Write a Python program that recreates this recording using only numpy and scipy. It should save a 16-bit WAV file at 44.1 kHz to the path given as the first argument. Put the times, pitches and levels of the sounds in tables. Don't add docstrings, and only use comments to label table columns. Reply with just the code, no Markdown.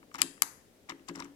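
import sys
import numpy as np
from scipy import signal
from scipy.fft import rfft, irfft, next_fast_len
from scipy.io import wavfile
from scipy.ndimage import uniform_filter1d

SR = 44100
rng = np.random.default_rng(int(sys.argv[2]) if len(sys.argv) > 2 else 0)


def store_pcm(level_fs):
    pcm = np.round(np.clip(level_fs, -1, 1) * 32767).astype(np.int16)
    wavfile.write(sys.argv[1], SR, np.atleast_2d(pcm).T)


def field_ratio(decibels):
    return 10 ** (np.asarray(decibels, dtype=float) / 20)


N = 59535

# [t/s, peak level/dB, rattle/ms, tilt/dB per octave]
LATCH_CLICKS = [
    (0.2172, -5.5, 0.8, 0.5),
    (0.4199, -5, 1.8, 2.5),
]
# [t/s, peak level/dB, rattle/ms, tilt/dB per octave]
DETENT_TICKS = [(0.1425, -34, 0.83, 7), (0.1466, -38.5, 2.5, -19), (0.1548, -33, 1.1, 0.5),
                (0.1847, -42.5, 2.6, 3), (0.187, -40, 1.3, 15), (0.1945, -42, 1.7, -10),
                (0.197, -46, 0.88, -3), (0.2045, -41, 0.85, -4), (0.2075, -47, 1.7, -4),
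                (0.8956, -32.5, 1, -6.5), (0.9006, -37.5, 1.35, -25), (0.9097, -41.5, 0.74, -14),
                (0.9215, -51, 1.2, -6), (1.1502, -53, 1.7, -8), (1.0853, -32, 3.26, -4),
                (1.081, -52.5, 1.2, -3), (1.1566, -33, 2.4, -6), (1.165, -54, 1.5, -20),
                (1.1999, -32, 2.8, -4.5), (1.2034, -37, 1.8, -21.5), (1.2217, -43.5, 3.6, -32),
                (1.2448, -41, 0.72, 1)]
# [t/s, peak level/dB, rattle/ms, tilt/dB per octave]
SHELL_KNOCKS = [(0.029, -45, 1, -2), (0.115, -47.5, 2.27, -3), (0.147, -28.5, 0.56, -6.5),
                (0.158, -33.5, 0.53, 3), (0.189, -30.5, 2.8, 4), (0.193, -33, 0.32, -4),
                (0.197, -31, 1, 16), (0.208, -36, 1.7, 5), (0.217, -14, 3.8, 4.5), (0.379, -45, 0.58, -3),
                (0.421, -12.5, 1.8, 2), (0.8897, -36.5, 0.86, -1.5), (0.9017, -26, 1.13, 0.5),
                (0.91, -38, 1.2, 27), (0.92, -33, 1.7, 1.5), (0.996, -51, 1.14, 16), (1.081, -42, 1.6, 8),
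                (1.0895, -32.5, 1.7, -7.5), (1.096, -31.5, 1, 4), (1.151, -38, 5.5, 18),
                (1.159, -36, 0.86, -3), (1.167, -39, 2.8, -14), (1.1935, -32.5, 4.3, -1),
                (1.2035, -30, 0.73, -18), (1.2232, -30.5, 0.88, 4.5), (1.2295, -39.5, 2.3, 10),
                (1.247, -46, 1.36, -1), (1.255, -41.5, 1.6, 0.5)]
# [t/s, peak level/dB, push/ms, tilt/dB per octave]
TABLE_PUSHES = [(0.0, -49.5, 0.77, -5), (0.147, -41.5, 1.3, 0), (0.189, -38, 0.68, -5),
                (0.214, -32, 1, 3.5), (0.233, -29.5, 0.84, 13), (0.424, -43.5, 1.09, -2.5),
                (0.892, -38.5, 0.51, 0.5), (0.92, -34, 0.65, 17), (0.965, -73, 1.5, 11),
                (0.999, -43.5, 1.2, 13), (1.094, -29, 0.44, -3), (1.111, -30, 0.35, 9),
                (1.165, -33, 2.1, -2.5), (1.172, -33.5, 1.13, 24), (1.203, -33, 1.2, 15),
                (1.235, -35.5, 0.56, 1), (1.255, -42, 0.47, 4)]
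# [t/s, length/s, level/dB]
RUBS = [
    (0.14, 0.044, -43),
    (0.181, 0.083, -38.5),
    (0.891, 0.028, -35.5),
    (1.082, 0.038, -42),
    (1.149, 0.16, -49),
]
# [t/s, length/s, level/dB]
SLIPS = [
    (0.121, 0.03, -63),
    (0.882, 0.023, -62.5),
    (1.069, .022, -58.5),
    (1.133, 0.02, -59.5),
    (1.185, 0.013, -54),
    (1.235, .014, -57),
]

# [f/Hz, level/dB, t60/s]
LATCH_IN_MODES = [(1805, -15, 0.01), (2390, -14.5, 0.022), (2940, -9, 0.012), (3510, -6, 0.0098),
                  (5030, -3, 0.015), (6330, -6, 0.008), (7640, -0.5, 0.007), (4280, -7.5, 0.0045),
                  (9440, -10.5, 0.005), (10770, -0.5, 0.006), (11690, -2, 0.0046), (11900, -3, 0.0059),
                  (13560, -5.5, 0.0036)]
LATCH_BACK_MODES = [(1500, -9, 0.008), (2301, -9.5, 0.0071), (3057, -9, 0.0088), (3700, -11.5, 0.0057),
                    (4908, -6.5, 0.012), (6120, -1.5, 0.0066), (7444, 0, 0.0047), (8830, -9, 0.0081),
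                    (9600, -2.5, 0.006), (11060, 2, 0.0038), (11356, 2, 0.0052), (12560, -3, 0.0043),
                    (14300, -12.5, 0.0042)]
DETENT_MODES = [(3820, -12.5, 0.0073), (4810, -10, 0.0098), (5557, -3, 0.0088), (6130, -4.5, 0.0052),
                (7300, 2.5, 0.0041), (8940, -11.5, 0.0064), (10170, -10, 0.0064), (12300, -17.5, 0.0054),
                (13700, -16.5, 0.00713)]
SHELL_MODES = [(928, -7, 0.033), (1034, 1.5, 0.013), (1173, 8, 0.011), (1566, 2, 0.005), (1706, -8, 0.044),
               (2078, 3.5, 0.014), (2350, 0, 0.013), (2806, 0, 0.0071)]
TABLE_MODES = [(168, -0.5, 0.34), (208.5, -4, 0.23), (75, -12.5, 0.047), (265.9, 6.5, 0.28),
               (282.5, 2.5, 0.74), (335.6, 9.5, 0.22), (408.2, -4, 0.3), (528.4, -2, .04)]

# [f/Hz, level/dB per Hz]
RUB_SPECTRUM = [(350, -30), (600, -6), (1190, -11.5), (1580, -13.5), (4230, -21.5), (5250, -19.5),
                (15000, -44)]
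# [f/Hz, level/dB per Hz]
SLIP_SPECTRUM = [(3500, -41), (5500, 4), (8000, 5), (10000, -20)]
# [f/Hz, level/dB]
FAR_SHADOW = [(300, -5), (1100, -4), (1800, -4.5), (3000, -33), (5500, -46.5), (8000, -55.5), (15000, -49)]
# [f/Hz, level/dB, t60/s]
ROOM_BANDS = [(685, -25, 0.3), (1010, -31.5, 0.45), (1526, -32, 0.47), (1900, -37, 0.61), (3000, -32, 0.47),
              (3900, -30.5, 0.27), (4900, -39.5, 0.5), (5400, -42.5, 0.65), (6200, -31.5, 0.41),
              (6690, -38, 0.51), (7490, -34, 0.44), (8560, -33, .4), (10580, -34.5, 0.5),
              (12100, -37, 0.41), (14800, -46.5, .18)]
# [f/Hz, level/dB]
ROOM_FAR_PORT = [(300, -3), (1300, -0.9), (3000, -6), (6000, -19.5), (12000, -57)]
# [f/Hz, level/dB per Hz]
FLOOR_SPECTRUM = [(25, -14.5), (70, -11.5), (300, -7), (500, -8.5), (1000, -24), (5000, -29.5),
                  (14500, -34.5), (16000, -39)]
# [f/Hz, level/dB]
FLOOR_BALANCE = [(60, 9.5), (300, 3.5), (2400, 2), (8000, 4), (15000, 2.5)]

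CLICK_DB, TICK_DB, KNOCK_DB, PUSH_DB = 5, 4.5, 0.5, -6
LATCH_VARY_DB, PLASTIC_VARY_DB, TABLE_VARY_DB = 1.2, 2.5, 1.2
LATCH_DETUNE, PLASTIC_DETUNE, TABLE_DETUNE = 0.002, 0.018, 0.004
HARD, SOFT = 0.9, 0.15
KNOCK_LEAD = 50
SMALL_BODY_HZ = 800
WAVER_DB, FAR_LAG_MS = 1.0, 0.22
ROOM_START_MS, WALL_MS, WALL_SPREAD_MS, WALL_DB = 2.9, 12.3, 3.0, -34
FLOOR_DB, FLOOR_WIDE_HZ = -63.5, 1470


def shape(points, hz):
    p = np.array(points, float)
    return np.interp(np.log(hz + 1), np.log(p[:, 0]), p[:, 1])


def colour(x, points, lag_ms=0.0):
    n = next_fast_len(x.shape[-1] + 4096)
    hz = np.arange(n // 2 + 1) * SR / n
    lag = np.exp(-2j * np.pi * hz * lag_ms / 1000)
    return irfft(rfft(x, n) * field_ratio(shape(points, hz)) * lag, n)[..., :x.shape[-1]]


def unit(x):
    return x / np.sqrt(np.mean(x ** 2))


def high_pass(x, order, hz):
    return signal.sosfilt(signal.butter(order, hz, "high", fs=SR, output="sos"), x)


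def contact(ms, rough, chance):
    u = np.arange(512) / SR * 1000 / max(ms, 0.1)
    push = np.sqrt(u) * np.exp(-2 * u) * (rough * chance + 1 - rough)
    tones = rfft(push)
    whiten = (np.abs(tones) + 1e-9) ** (rough > 0.5)
    return irfft(tones / whiten) * np.exp(-(u / 3) ** 4)


def strike(events, modes, db, scatter_db, rough, detune, size):
    out = np.zeros((2, N + 2 * size))
    t = np.arange(size) / SR
    hz, gain_db, t60 = np.array(modes, float).T[:, :, None]
    count = len(modes)
    sign = (-1.0) ** np.arange(count)[:, None]
    fade = np.exp(-np.log(1000) * t / t60)
    chance = rng.standard_normal((len(events), 2 * count + 512))
    for (start, peak_db, ms, tilt_db), c in zip(events, chance):
        level_chance, pitch_chance = c[:count, None], c[count:2 * count, None]
        gain = field_ratio(gain_db + scatter_db * level_chance + tilt_db * np.log2(hz / hz[0]))
        wave = gain * sign * np.sin(2 * np.pi * hz * (1 + detune * pitch_chance) * t)
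        ring = np.sum(wave * fade, axis=0)
        hit = signal.fftconvolve(ring, contact(ms, rough, c[-512:]))[:size]
        hit *= field_ratio(peak_db + db) / np.abs(hit).max()
        blur = np.sum(wave * fade ** 4, axis=0)
        blur *= np.sqrt(np.sum(hit ** 2) / np.sum(blur ** 2))
        i = max(int(start * SR), 0)
        out[:, i:i + size] += [hit, blur]
    return out[:, :N]


def latch_clicks():
    return sum(strike([click], modes, CLICK_DB, LATCH_VARY_DB, HARD, LATCH_DETUNE, size=1500)
               for click, modes in zip(LATCH_CLICKS, (LATCH_IN_MODES, LATCH_BACK_MODES)))


def detent_ticks():
    return strike(DETENT_TICKS, DETENT_MODES, TICK_DB, PLASTIC_VARY_DB, HARD, PLASTIC_DETUNE, size=1000)


def shell_knocks():
    knocks = strike(SHELL_KNOCKS, SHELL_MODES, KNOCK_DB, PLASTIC_VARY_DB, HARD, PLASTIC_DETUNE, size=2500)
    return np.roll(knocks, -KNOCK_LEAD, axis=1)


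def rub():
    t = np.arange(N) / SR
    env = sum(field_ratio(db) * np.clip((t - start) / 0.0028, 0, 1) * np.clip(1 - (t - start) / length, 0, 1)
              for start, length, db in RUBS)
    grain_db = 4 * unit(uniform_filter1d(rng.standard_normal(N), size=90))
    grains = rng.standard_normal(N) * field_ratio(grain_db)
    return unit(colour(grains, RUB_SPECTRUM)) * env


def slip():
    t = np.arange(N) / SR
    env = 0
    for start, length, db in SLIPS:
        swell = np.clip((t - start) / length, 0, 1) ** 0.5
        release = np.exp(-np.clip(t - start - length, 0, 1) / 0.006)
        env = env + field_ratio(db) * swell * release
    return unit(colour(rng.standard_normal(N), SLIP_SPECTRUM)) * env


def table():
    drift = uniform_filter1d(rng.standard_normal(N), size=500)
    waver = unit(uniform_filter1d(drift, size=500))
    hum = strike(TABLE_PUSHES, TABLE_MODES, PUSH_DB, TABLE_VARY_DB, SOFT, TABLE_DETUNE, size=14000)[0]
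    return high_pass(hum * field_ratio(WAVER_DB * waver), 2, 45)


def room(x):
    t = np.arange(SR) / SR
    tones = rfft(rng.standard_normal((2, SR)))
    octave = np.log2(np.arange(SR // 2 + 1) + 1)
    hz, level_db, t60 = np.array(ROOM_BANDS).T
    tail = 0
    for k, share in enumerate(np.eye(len(hz))):
        band = irfft(tones * np.interp(octave, np.log2(hz), share))
        tail = tail + field_ratio(level_db[k]) * band * np.exp(-np.log(1000) * t / t60[k])
    ms = t * 1000
    onset = np.clip(ms / ROOM_START_MS - 1, 0, 1)
    wall = field_ratio(WALL_DB + 38) * np.exp(-((ms - WALL_MS) / WALL_SPREAD_MS) ** 2)
    answer = 0.2 * tail * (onset + wall)
    wet = signal.fftconvolve(x[None], answer, axes=1)[:, :N]
    return np.array([wet[0], colour(wet[1], ROOM_FAR_PORT)])


def floor():
    mid, side = colour(rng.standard_normal((2, N)), FLOOR_SPECTRUM)
    side = colour(side, [(FLOOR_WIDE_HZ / 8, -12), (FLOOR_WIDE_HZ, 0)])
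    scale = field_ratio(FLOOR_DB) / np.sqrt(np.mean(mid ** 2))
    left = colour(mid + side, [(hz, db / 2) for hz, db in FLOOR_BALANCE])
    right = colour(mid - side, [(hz, -db / 2) for hz, db in FLOOR_BALANCE])
    return scale * np.array([left, right])


def scene():
    mouse = latch_clicks() + detent_ticks() + shell_knocks() + rub()
    near, around = high_pass(mouse, 4, SMALL_BODY_HZ)
    close = near + table()
    direct = np.array([close, colour(close, FAR_SHADOW, FAR_LAG_MS)])
    hiss = slip() * np.array([[1], [0.1]])
    return direct + hiss + room(around) + floor()


def band_limit(x):
    return signal.sosfilt(signal.butter(12, 16870, fs=SR, output="sos"), x)


def record(dry):
    limit, top_hz = 0.96, 16200
    x = dry / (1 + (dry / limit) ** 6) ** (1 / 6)
    x = signal.sosfilt(signal.ellip(8, 0.2, 70, top_hz, fs=SR, output="sos"), x)
    return band_limit(x)


dry = scene()
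out = record(dry)
store_pcm(out)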